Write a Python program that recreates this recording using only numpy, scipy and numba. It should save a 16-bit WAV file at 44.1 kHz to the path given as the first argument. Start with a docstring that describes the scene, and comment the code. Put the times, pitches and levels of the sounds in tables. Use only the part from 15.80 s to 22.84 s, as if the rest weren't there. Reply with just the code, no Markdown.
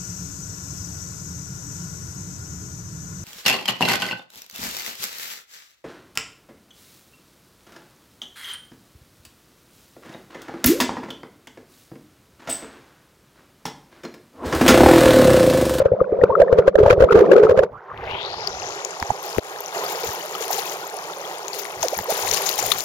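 """Creek, from under water to air

A small waterproof camera sits under a shallow gravel creek, then is lifted out and held over the riffle.
Submerged, a trapped air pocket gulps and thumps near 500 Hz among a booming swarm of bubbles.
In air the left microphone port drains: its resonant low-pass slides up until the hiss of spray comes through.
The right port stays wet, a fixed low-pass that passes only a dull babble."""
import sys
import numpy as np
from scipy import signal
from scipy.fft import rfft, irfft
from scipy.io import wavfile
from scipy.ndimage import uniform_filter1d
from numba import njit

SR = 44100
rng = np.random.default_rng(int(sys.argv[2]) if len(sys.argv) > 2 else 0)


def persist_wave(psi):
    """Save psi, clipped to +-1, as 16-bit WAV."""
    counts = np.round(np.clip(psi, -1, 1) * 32767).astype(np.int16)
    wavfile.write(sys.argv[1], SR, np.atleast_2d(counts).T)


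N = 310625
TIME = np.arange(N) / SR

# strength of the current on the submerged case: (time [s], level [dB])
CURRENT = [(0, -22.5), (.26, -22), (.58, -15.5), (.82, -15.5), (.93, -28), (.99, -14), (1.17, -18),
           (1.43, -7), (1.6, -12), (1.84, -18), (1.92, -39.5)]
# largest air pocket as it swells and shrinks: (time [s], resonance [Hz], thump on the case [dB])
AIR_POCKET = [(0, 555, -17.5), (.95, 475, -15.5), (1.28, 464, -8.5), (1.46, 294, -31), (1.57, 402, -47),
              (1.72, 490, -10.5), (1.87, 514, -17.5)]

EMERGING_S, UNDER_END_S = CURRENT[-2][0], CURRENT[-1][0]
SURFACE_S, DRY_S = 2.304, 3.7  # ports at the surface; last film gone from the left port


def undb(db):
    """Decibels to gain."""
    return 10 ** (np.asarray(db) / 20)


def unit(x):
    """Scale to rms 1."""
    return x / np.sqrt(np.mean(x ** 2))


def curves(table):
    """Each column of a table as a line through time."""
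    s, *columns = np.transpose(table)
    return [np.interp(TIME, s, c) for c in columns]


def colour(x, points):
    """Minimum-phase filter with the given (Hz, dB) response, made by folding the cepstrum."""
    hz, db = np.transpose(points)
    size = 4096
    bin_hz = np.arange(size // 2 + 1) * SR / size
    bin_db = np.interp(np.log(bin_hz + 1), np.log(hz), db)
    cepstrum = irfft(np.log(undb(bin_db)))
    cepstrum[1:size // 2] *= 2
    cepstrum[size // 2 + 1:] = 0
    return signal.fftconvolve(x, irfft(np.exp(rfft(cepstrum))))[:N]


def walk(rate_hz):
    """Random levels 1 / rate_hz apart, joined by ramps; rms 1."""
    k = max(int(SR / rate_hz), 2)
    held = np.repeat(rng.standard_normal(N // k + 1), k)[:N]
    return unit(uniform_filter1d(held, k))


def add(track, s, sound):
    """Mix a sound into a track at time s."""
    start = max(int(s * SR), 0)
    track[..., start:start + sound.shape[-1]] += sound[..., :N - start]


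def sine(hz):
    """A sine that follows a moving pitch."""
    return np.sin(2 * np.pi * np.cumsum(hz) / SR)


@njit
def port(x, hz, width, leak):
    """A film of water on a port: a resonant low-pass, with some treble leaking past it."""
    y, band_state, low_state = np.empty(len(x)), 0., 0.
    for i in range(len(x)):
        g, k = np.tan(np.pi * hz[i] / SR), width[i]
        band = (band_state + g * (x[i] - low_state)) / (1 + g * (g + k))
        low = low_state + g * band
        band_state, low_state = 2 * band - band_state, 2 * low - low_state
        high = x[i] - k * band - low
        y[i] = low - leak[i] * high
    return y


@njit
def ring(starts, hz, cycles, sizes, glide):
    """Sines that swell for a moment, then die away as their pitch rises."""
    y = np.zeros(N)
    for j in range(len(starts)):
        n = int(cycles[j] * SR / hz[j]) + 2
        w = 2 * np.pi * hz[j] / SR
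        z, step, bend = sizes[j] + 0j, np.exp(1j * w - 8 / n), np.exp(1j * w * glide / n)
        for i in range(min(n, N - starts[j])):
            y[starts[j] + i] += z.imag * min(6 * i / n, 1.) ** 2
            z *= step
            step *= bend
    return y


def bubbles(per_s, low_hz, high_hz, cycles, spread_db, glide):
    """A swarm of ringing bubbles, many small and a few big, spread between two pitches; rms 1."""
    when, pitch, damping, size = rng.random((int(per_s * N / SR), 4)).T
    hz = low_hz * (high_hz / low_hz) ** pitch
    sizes = undb(-spread_db * np.log(size + .01)) * hz
    starts = (when * N).astype(np.int64)
    return unit(ring(starts, hz, cycles * (.5 + damping), sizes, float(glide)))


def gulps(attack_s=0.0034, hold_s=0.00574, t60_s=.036, waver=0.0442, flutter_db=3.5, twist_rad=0.38,
          crackle_db=3, froth=0.35, gulp_db=-.5, thump_apart=0.26,
          tear_rise_s=0.0058, tear_fall_s=0.0059, tear_lag_s=0.0036):
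    """The air pocket rings each time the current shakes it, thumps the case and crackles as it tears."""
    # crackle spectrum: (frequency [Hz], level [dB])
    crackle_response = [(300, -25.5), (900, 7.5), (1400, 7), (2200, -5.5), (4000, -12.5), (6500, -18.5),
                        (9000, -21), (16000, -39.5)]
    thump_response = [(20, -9), (60, 8), (110, 10.5), (200, -17), (300, -16.5), (900, -61.5)]
    # the tiny floor rests the pitch at 500 Hz
    shake, shake_hz, tear = np.full(N, 1e-12), np.full(N, 500e-12), np.zeros(N)
    t = np.arange(SR // 8) / SR
    attack = np.sin(np.minimum(t / attack_s, 1) * np.pi / 2) ** 2
    swell = attack * undb(-60 * np.maximum(t - hold_s, 0) / t60_s)
    for s, db, hz, crack_db in gulp_train():
        power = (undb(db) * swell) ** 2
        add(shake, s - attack_s / 2, power)
        add(shake_hz, s - attack_s / 2, power * hz)
        start = max(s - .04, 0)
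        age = t + start - s - tear_lag_s
        add(tear, start, undb(crack_db) * np.exp(np.minimum(age / tear_rise_s, -age / tear_fall_s)))
    # one pocket: overlapping gulps pull the same note, at a slightly different phase per port
    phase = 2 * np.pi * np.cumsum(shake_hz / shake * (1 + waver * walk(170))) / SR
    note = np.array([undb(gulp_db + flutter_db * walk(110)) * np.sin(phase + twist_rad * walk(60))
                     for _ in range(2)])
    thump_db = curves(AIR_POCKET)[1]
    push = rng.standard_normal(N) + thump_apart * rng.standard_normal((2, N))
    thump = np.array([unit(colour(p, thump_response)) for p in push])
    crackle = []
    for _ in range(2):
        grains = bubbles(2500, 330, 14000, 0.8, 3.5, 0) + froth * rng.standard_normal(N)
        crackle.append(unit(colour(grains, crackle_response)))
    return np.sqrt(shake) * (note + undb(thump_db) * thump) + undb(crackle_db) * tear * np.array(crackle)


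def gulp_train(gap_s=0.017, fade_db=1.5, scatter=.04):
    """Every gulp (s, dB, Hz, crackle dB); within a run each is weaker, its pitch a little off the first."""
    # runs of gulps: (time [s], gulps in the run, level [dB], pitch [Hz], crackle [dB])
    runs = [(0.0, 2, -6, 545, -30), (0.057, 1, -1.5, 524, -28.5), (.118, 2, -7, 546, -69),
            (.214, 1, -2.5, 548, -49.5), (.324, 1, -8, 493, -63), (.388, 1, -12.5, 497.2, -65),
            (.416, 1, -7, 515, -45), (0.436, 1, 2, 489, -33), (0.495, 2, -10.5, 520, -60),
            (.6, 1, -3, 541.5, -29), (0.617, 1, -1, 625, -36), (.727, 1, 0.5, 483, -28.5),
            (0.786, 1, -1, 515, -20.5), (0.878, 1, 0.5, 543, -20), (.954, 1, -5.5, 540, -49.5),
            (0.987, 2, -4.5, 429.7, -29.5), (1.031, 1, -2.5, 466, -26), (1.061, 2, -4.5, 548.3, -25),
            (1.104, 1, 0.5, 489.4, -11.5), (1.128, 1, -4, 528.6, -23), (1.179, 1, -10, 447, -49),
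            (1.205, 3, -1.5, 515, -24), (1.322, 1, -8, 398.4, -16.5), (1.355, 4, 0, 445, -22),
            (1.457, 1, -9, 470.2, -34), (1.515, 2, -1, 525, -22), (1.563, 3, -1.5, 450, -28),
            (1.633, 2, -1.5, 430, -25), (1.693, 2, -5, 500, -27), (1.774, 2, -2.5, 510, -25),
            (1.833, 1, -10, 482, -25)]
    for s, count, db, hz, crack_db in runs:
        for k, chance in enumerate(rng.standard_normal(8)[:round(count)]):
            gulp_hz = hz * (1 + scatter * chance * min(k, 1))
            yield s + k * gap_s, db - k * fade_db, gulp_hz, crack_db - k * fade_db


def churn(churn_db=-5.5, apart_db=-7, pocket_width=0.27, chirp_db=-27, case_hz=190, case_db=-42, surge_db=4.5):
    """The current tumbles over the case: a swarm of bubbles booms in the moving pocket, the case rings low."""
    # underwater swarm spectrum: (frequency [Hz], level [dB])
    submerged = [(25, -18.5), (90, -2.5), (190, 2), (255, -17.5), (400, 4.5), (600, 2.5), (820, -9),
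                 (1300, -8), (1900, -23), (3500, -20.5), (8000, -36), (16000, -64.5)]
    level_db = curves(CURRENT + [(2.05, -102.5)])[0] + surge_db * surges()
    pocket_hz, steady = curves(AIR_POCKET)[0], np.ones(N)
    swarms = []
    for _ in range(2):
        swarm = bubbles(800, 150, 2400, 18, 2.8, .2) + .6 * rng.standard_normal(N)
        swarms.append(unit(port(colour(swarm, submerged), pocket_hz, pocket_width * steady, steady)))
    mid, side = swarms
    boom = undb(churn_db) * (mid + undb(apart_db) * side * np.array([[1], [-1]]))
    chirps = bubbles(40, 800, 1500, 40, 2.0, .25)
    case_response = [(case_hz / 2, -30), (case_hz * .88, -12), (case_hz, 0), (case_hz * 1.14, -14),
                     (case_hz * 2, -60), (case_hz * 8, -100)]
    hum = unit(colour(rng.standard_normal(N), case_response))
    under = np.clip((1.9 - TIME) * 10, 0, 1)
    return undb(level_db) * (boom + undb(chirp_db) * chirps) + undb(case_db) * hum * under


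def surges(width_s=0.027):
    """Nearness to a gulp, 0-1: the churning swells round every gulp and slackens between them."""
    near, t = np.zeros(N), np.arange(-SR // 10, SR // 10) / SR
    for s, db, _, _ in gulp_train():
        bump = undb(db) * np.exp(-(t / width_s) ** 2)
        add(near, s + t[0], bump[t >= -s])
    return np.tanh(near)


def single_bubbles(attack=0.11, rise_octaves=0.11):
    """Big bubbles pinch off, each with a short rising note; attack and rise are per t60."""
    # biggest bubbles: (time [s], level [dB], starting pitch [Hz], t60 [s], left minus right [dB])
    big = [(.203, -16.5, 1204, 0.024, 16), (.242, -31.5, 1410, 0.02, 15.5), (.413, -25.5, 1820, 0.02, 13),
           (0.501, -11, 910, 0.037, 2), (0.52, -16.5, 1080, 0.062, 8), (.552, -8, 1280, 0.022, 14),
           (.68, -27, 1750, 0.025, 9), (1.058, -8, 860, 0.026, 2), (1.102, -12, 2330, .013, 8),
           (1.287, -15, 1273, 0.027, 12), (1.308, -11, 1350, 0.024, 14), (1.667, -14.5, 1257, .024, 6),
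           (2.115, -25, 1070, 0.02, 9), (2.265, -27.5, 600, 0.045, 0), (3.226, -16.5, 883, 0.017, -12),
           (3.303, -9.5, 795, 0.021, -14.5), (3.584, -15.5, 430, 0.013, 31.5),
           (4.236, -19.5, 464, 0.05, -1), (4.551, -20.5, 1216, .022, -5), (4.606, -22, 458, .057, -1),
           (4.704, -14.5, 753, 0.023, -8), (4.78, -19.5, 760, 0.039, -8), (6.188, -20, 846, 0.018, -17),
           (6.448, -18.5, 753, 0.027, -10), (6.785, -20.5, 812, 0.049, -11), (6.919, -13, 1190, 0.013, -6)]
    out = np.zeros((2, N))
    for s, db, hz, t60_s, pan_db in big:
        u = np.arange(int(t60_s * SR)) / SR / t60_s
        swell = np.minimum(u / attack, 1) * undb(-60 * np.maximum(u - attack, 0))
        note = swell * sine(hz * 2 ** (rise_octaves * u))
        add(out, s, undb(db + np.array([[pan_db], [-pan_db]]) / 2) * note)
    return out


def drops(drop_db=-4, splat=0.72, wet_port_db=-26, attack=0.14, wobble=0.096):
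    """Close droplets: a tiny unsteady ring inside a noise splat, mostly on the open port."""
    # closest droplets: (time [s], level before drop_db [dB], pitch [Hz], t60 [s])
    close = [(2.176, -15.5, 2600, 0.0038), (2.818, -14, 2720, 0.017), (2.673, 1.5, 4930, 0.01),
             (3.047, -2.5, 6600, 0.013), (3.2, -9, 4600, 0.0067), (3.226, 1, 1780, 0.004),
             (3.463, -16, 13700, .0036), (3.583, 1, 1690, 0.0023), (4.549, -13, 3000, 0.017),
             (4.681, -5, 10200, 0.0021), (4.729, -4.5, 5340, 0.012), (5.852, -10, 2520, 0.0078),
             (5.68, -11, 6530, 0.013), (6.026, -2.5, 6380, 0.025), (6.084, 2, 6970, 0.0026),
             (6.188, -3, 1710, 0.0064), (6.511, 1, 6170, 0.015), (6.651, -7, 6860, 0.096),
             (6.69, -1, 4500, 0.0065), (6.914, 3.5, 3994, 0.033)]
    splat_response = [(300, -54), (1500, -1.5), (7000, 3), (16000, -13.5)]
    out, noise = np.zeros((2, N)), colour(rng.standard_normal(N), splat_response)
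    leak_db, unsteady = drain()[2], 1 + wobble * walk(1500)
    for s, db, hz, t60_s in close:
        u, start = np.arange(int(t60_s * SR)) / SR / t60_s, int(s * SR)
        span = slice(start, start + len(u))
        tick = 0.72 * sine(hz * unsteady[span]) + splat * undb(leak_db[start] / 2) * noise[span]
        swell = np.minimum(u / attack, 1) ** 2 * undb(-60 * np.maximum(u - attack, 0))
        add(out, s, undb(db + drop_db) * swell * tick * undb([[0], [wet_port_db]]))
    return out


def creek(left_db=-1, right_db=-2.5, spray_db=-7, apart=0.19, right_spray_db=-3, slosh_db=2,
          wet_port_hz=1163, wet_port_width=0.66, wet_leak_db=-30.0, left_port_db=-2.5,
          dip_s=3.597, dip_depth_db=-17.5, dip_recovery_s=0.033):
    """The creek through the draining left port and the wet right one; its level dips briefly once."""
    babble, mist = wavelets() * undb(slosh_db * walk(7.5))
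    babble, mist = np.hypot(flow(), babble), undb(spray_db) * mist
    shared, side, glugs = riffle(), apart * riffle(), gurgles()
    at_left = undb(left_db) * babble * (shared + side) + spray(mist) + glugs
    at_right = undb(right_db) * babble * (shared - side) + undb(right_spray_db) * spray(mist) + glugs
    hz, width, leak_db = drain()
    steady = np.ones(N)
    left = port(at_left, hz, width, undb(leak_db)) * undb(left_port_db)
    right = port(at_right, wet_port_hz * steady, wet_port_width * steady, undb(wet_leak_db) * steady)
    dip_db = dip_depth_db * (TIME > dip_s) * np.exp(-np.abs(TIME - dip_s) / dip_recovery_s)
    return np.array([left, right]) * undb(dip_db)


def gurgles(rough=0.11):
    """A cavity's note falls as it opens in the surface and rises as it closes."""
    # cavities: (time [s], length [s], level [dB], first pitch [Hz], last pitch [Hz])
    cavities = [(1.919, 0.088, -38.5, 838, 1780), (2.081, 0.051, -36.5, 950, 1365),
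                (6.027, 0.04, -18, 965, 391), (6.124, 0.017, -20, 398, 720), (6.281, 0.044, -19, 456, 880),
                (6.321, 0.0075, -19.5, 410, 485)]
    out = np.zeros(N)
    for s, length_s, db, first_hz, last_hz in cavities:
        u = np.linspace(0, 1, int(length_s * SR))
        hz = first_hz * (last_hz / first_hz) ** u * (1 + rough * walk(390)[:len(u)])
        add(out, s, undb(db) * np.sqrt(4 * u * (1 - u)) * sine(hz))
    return out


def spray(near, mist_db=-3, tick_db=-41, flurry_db=3.5):
    """Tiny drops and bursting bubbles patter; as the port dries, lone ones tick close by, even in lulls."""
    # splash spectrum: (frequency [Hz], level [dB])
    splash = [(300, -28), (900, -17.5), (2000, -1), (4000, -1), (7000, 0), (10000, -2.5), (16000, -4.5)]
    patter = bubbles(1800, 1200, 15000, 14, 4.0, .1) + undb(mist_db) * rng.standard_normal(N)
    flurry = undb(flurry_db * walk(60))
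    ticks = bubbles(28, 2500, 15000, 22, 3.1, .1) * dryness()
    return near * unit(colour(patter * flurry, splash)) + undb(tick_db) * ticks


def wavelets(rise_s=0.033, babble_t60_s=0.69, spray_t60_s=0.57):
    """Gains of babble and spray: each wavelet rises, washes over the stones and ebbs, the spray sooner."""
    # wavelets on the near stones: (time [s], length [s], babble level [dB], spray level [dB])
    breaking = [(3.4, 0.12, -33.5, -27.5), (3.915, 0.27, -26.5, -44), (4.064, 0.22, -44, -22.5),
                (4.205, 0.05, -24.5, -19), (4.34, 0.58, -33, -27.5), (4.684, 0.024, -30.5, -17.5),
                (5.698, 0.083, -38, -24.5), (5.991, 0.042, -26, -12.5), (6.272, 0.44, -29.5, -15),
                (6.743, .33, -33, -17.5)]
    babble, mist = np.zeros(N), np.full(N, 1e-6)
    for s, length_s, babble_db, spray_db in breaking:
        rise = np.clip((TIME - s) / rise_s, 0, 1) ** 2
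        ebb_s = np.maximum(TIME - s - length_s, 0)
        babble = np.hypot(babble, rise * undb(babble_db - 60 * ebb_s / babble_t60_s))
        mist = np.hypot(mist, rise * undb(spray_db - 60 * ebb_s / spray_t60_s))
    return babble, mist


def riffle(near_db=-9, fizz_db=-3, plink_db=-13):
    """Water over gravel: a smooth far rush, with bubbles, fizz and lone plinks from the nearer stones."""
    # riffle spectrum: (frequency [Hz], level [dB])
    gravel = [(20, -48.5), (45, -32.5), (110, -19), (180, -8.5), (255, -23.5), (320, -7.5), (400, 1),
              (560, -2), (800, -0.5), (1100, -6.5), (2000, -8), (4000, -12.5), (7000, -15.5), (16000, -22)]
    rush = rng.standard_normal(N) * undb(1.0 * walk(12))
    babble = bubbles(650, 330, 2200, 18, 3.2, .25)
    fizz = bubbles(1500, 1800, 14000, 13, 4.6, .1)
    plinks = bubbles(30, 1200, 7000, 40, 3.5, .15)
    mix = rush + undb(near_db) * babble + undb(fizz_db) * fizz + undb(plink_db) * plinks
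    return unit(colour(mix, gravel))


def flow(flow_db=-30.5, emerge_s=0.29, submerged_db=-14, near_surface_db=2, lift_s=0.43):
    """Gain of the steady riffle: near silent in the deep, rising to the surface, easing as the camera lifts."""
    knots_s = [EMERGING_S, UNDER_END_S, SURFACE_S - emerge_s, SURFACE_S]
    emerge_db = np.interp(TIME, knots_s, [-70, submerged_db, submerged_db, 0])
    near_db = near_surface_db * np.exp(-np.maximum(TIME - SURFACE_S, 0) / lift_s)
    return undb(flow_db + emerge_db + near_db)


def drain(tremble=.02, open_hz=7410, half_drained_s=2.428, drain_time_s=0.24, film_width=0.12, dry_width=0.89,
          flooded_width=0.51, film_leak_db=-38.5, dry_leak_db=-4.5):
    """The left port as it empties and dries: resonance Hz (an S-curve), relative width, treble leak dB."""
    dry = dryness()
    hz = open_hz / (1 + np.exp(-(np.maximum(TIME, UNDER_END_S) - half_drained_s) / drain_time_s))
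    flooded = np.clip((SURFACE_S - TIME) * 20, 0, 1)  # covering water damps the resonance
    width = film_width * (dry_width / film_width) ** dry + flooded_width * flooded
    leak_db = film_leak_db + dry * (dry_leak_db - film_leak_db)
    return hz * (1 + tremble * (1 - dry) * walk(25.28)), width, leak_db


def dryness():
    """How far the left port has dried, 0-1."""
    return np.clip((TIME - SURFACE_S) / (DRY_S - SURFACE_S), 0, 1)


def nudges(nudge_db=-5):
    """Water and grip nudge the case: soft low bumps that reach both ports."""
    # nudges: (time [s], length [s], level before nudge_db [dB])
    bumps = [(1.85, 0.18, -42.5), (2.036, 0.45, -35.5), (2.296, 0.79, -42.5), (3.205, 0.045, -27.5),
             (3.289, 0.041, -23), (3.564, 0.038, -17), (4.255, 0.06, -33), (5.94, 0.14, -40),
             (6.155, 0.078, -33), (6.382, 0.24, -38.5), (6.705, 0.37, -40)]
    bump_response = [(20, -8.5), (60, 1.5), (120, 4.5), (200, -3.5), (300, -9), (700, -52.0)]
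    push = np.zeros(N)
    for s, length_s, db in bumps:
        add(push, s, undb(db) * np.hanning(int(length_s * SR)))
    return undb(nudge_db) * push * unit(colour(rng.standard_normal(N), bump_response))


def scene():
    """Under the water, then above it; the case colours the treble of everything."""
    # treble response of the case: (frequency [Hz], gain [dB])
    case = [(6800, 0.5), (7450, -2), (7950, -19.5), (8150, -13), (8600, -8), (9600, -0.5), (11500, -2),
            (13500, 8.5), (16000, 2.5)]
    water = gulps() + churn() + single_bubbles() + drops() + creek() + nudges()
    return np.array([colour(channel, case) for channel in water])


def record(dry, top_hz=15900):
    """The camera clips the loudest peaks and cuts the top."""
    low_pass = signal.ellip(10, .2, 70, top_hz, fs=SR, output="sos")
    return signal.sosfilt(low_pass, np.clip(dry, -1, 1))


dry = scene()
out = record(dry)
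persist_wave(out)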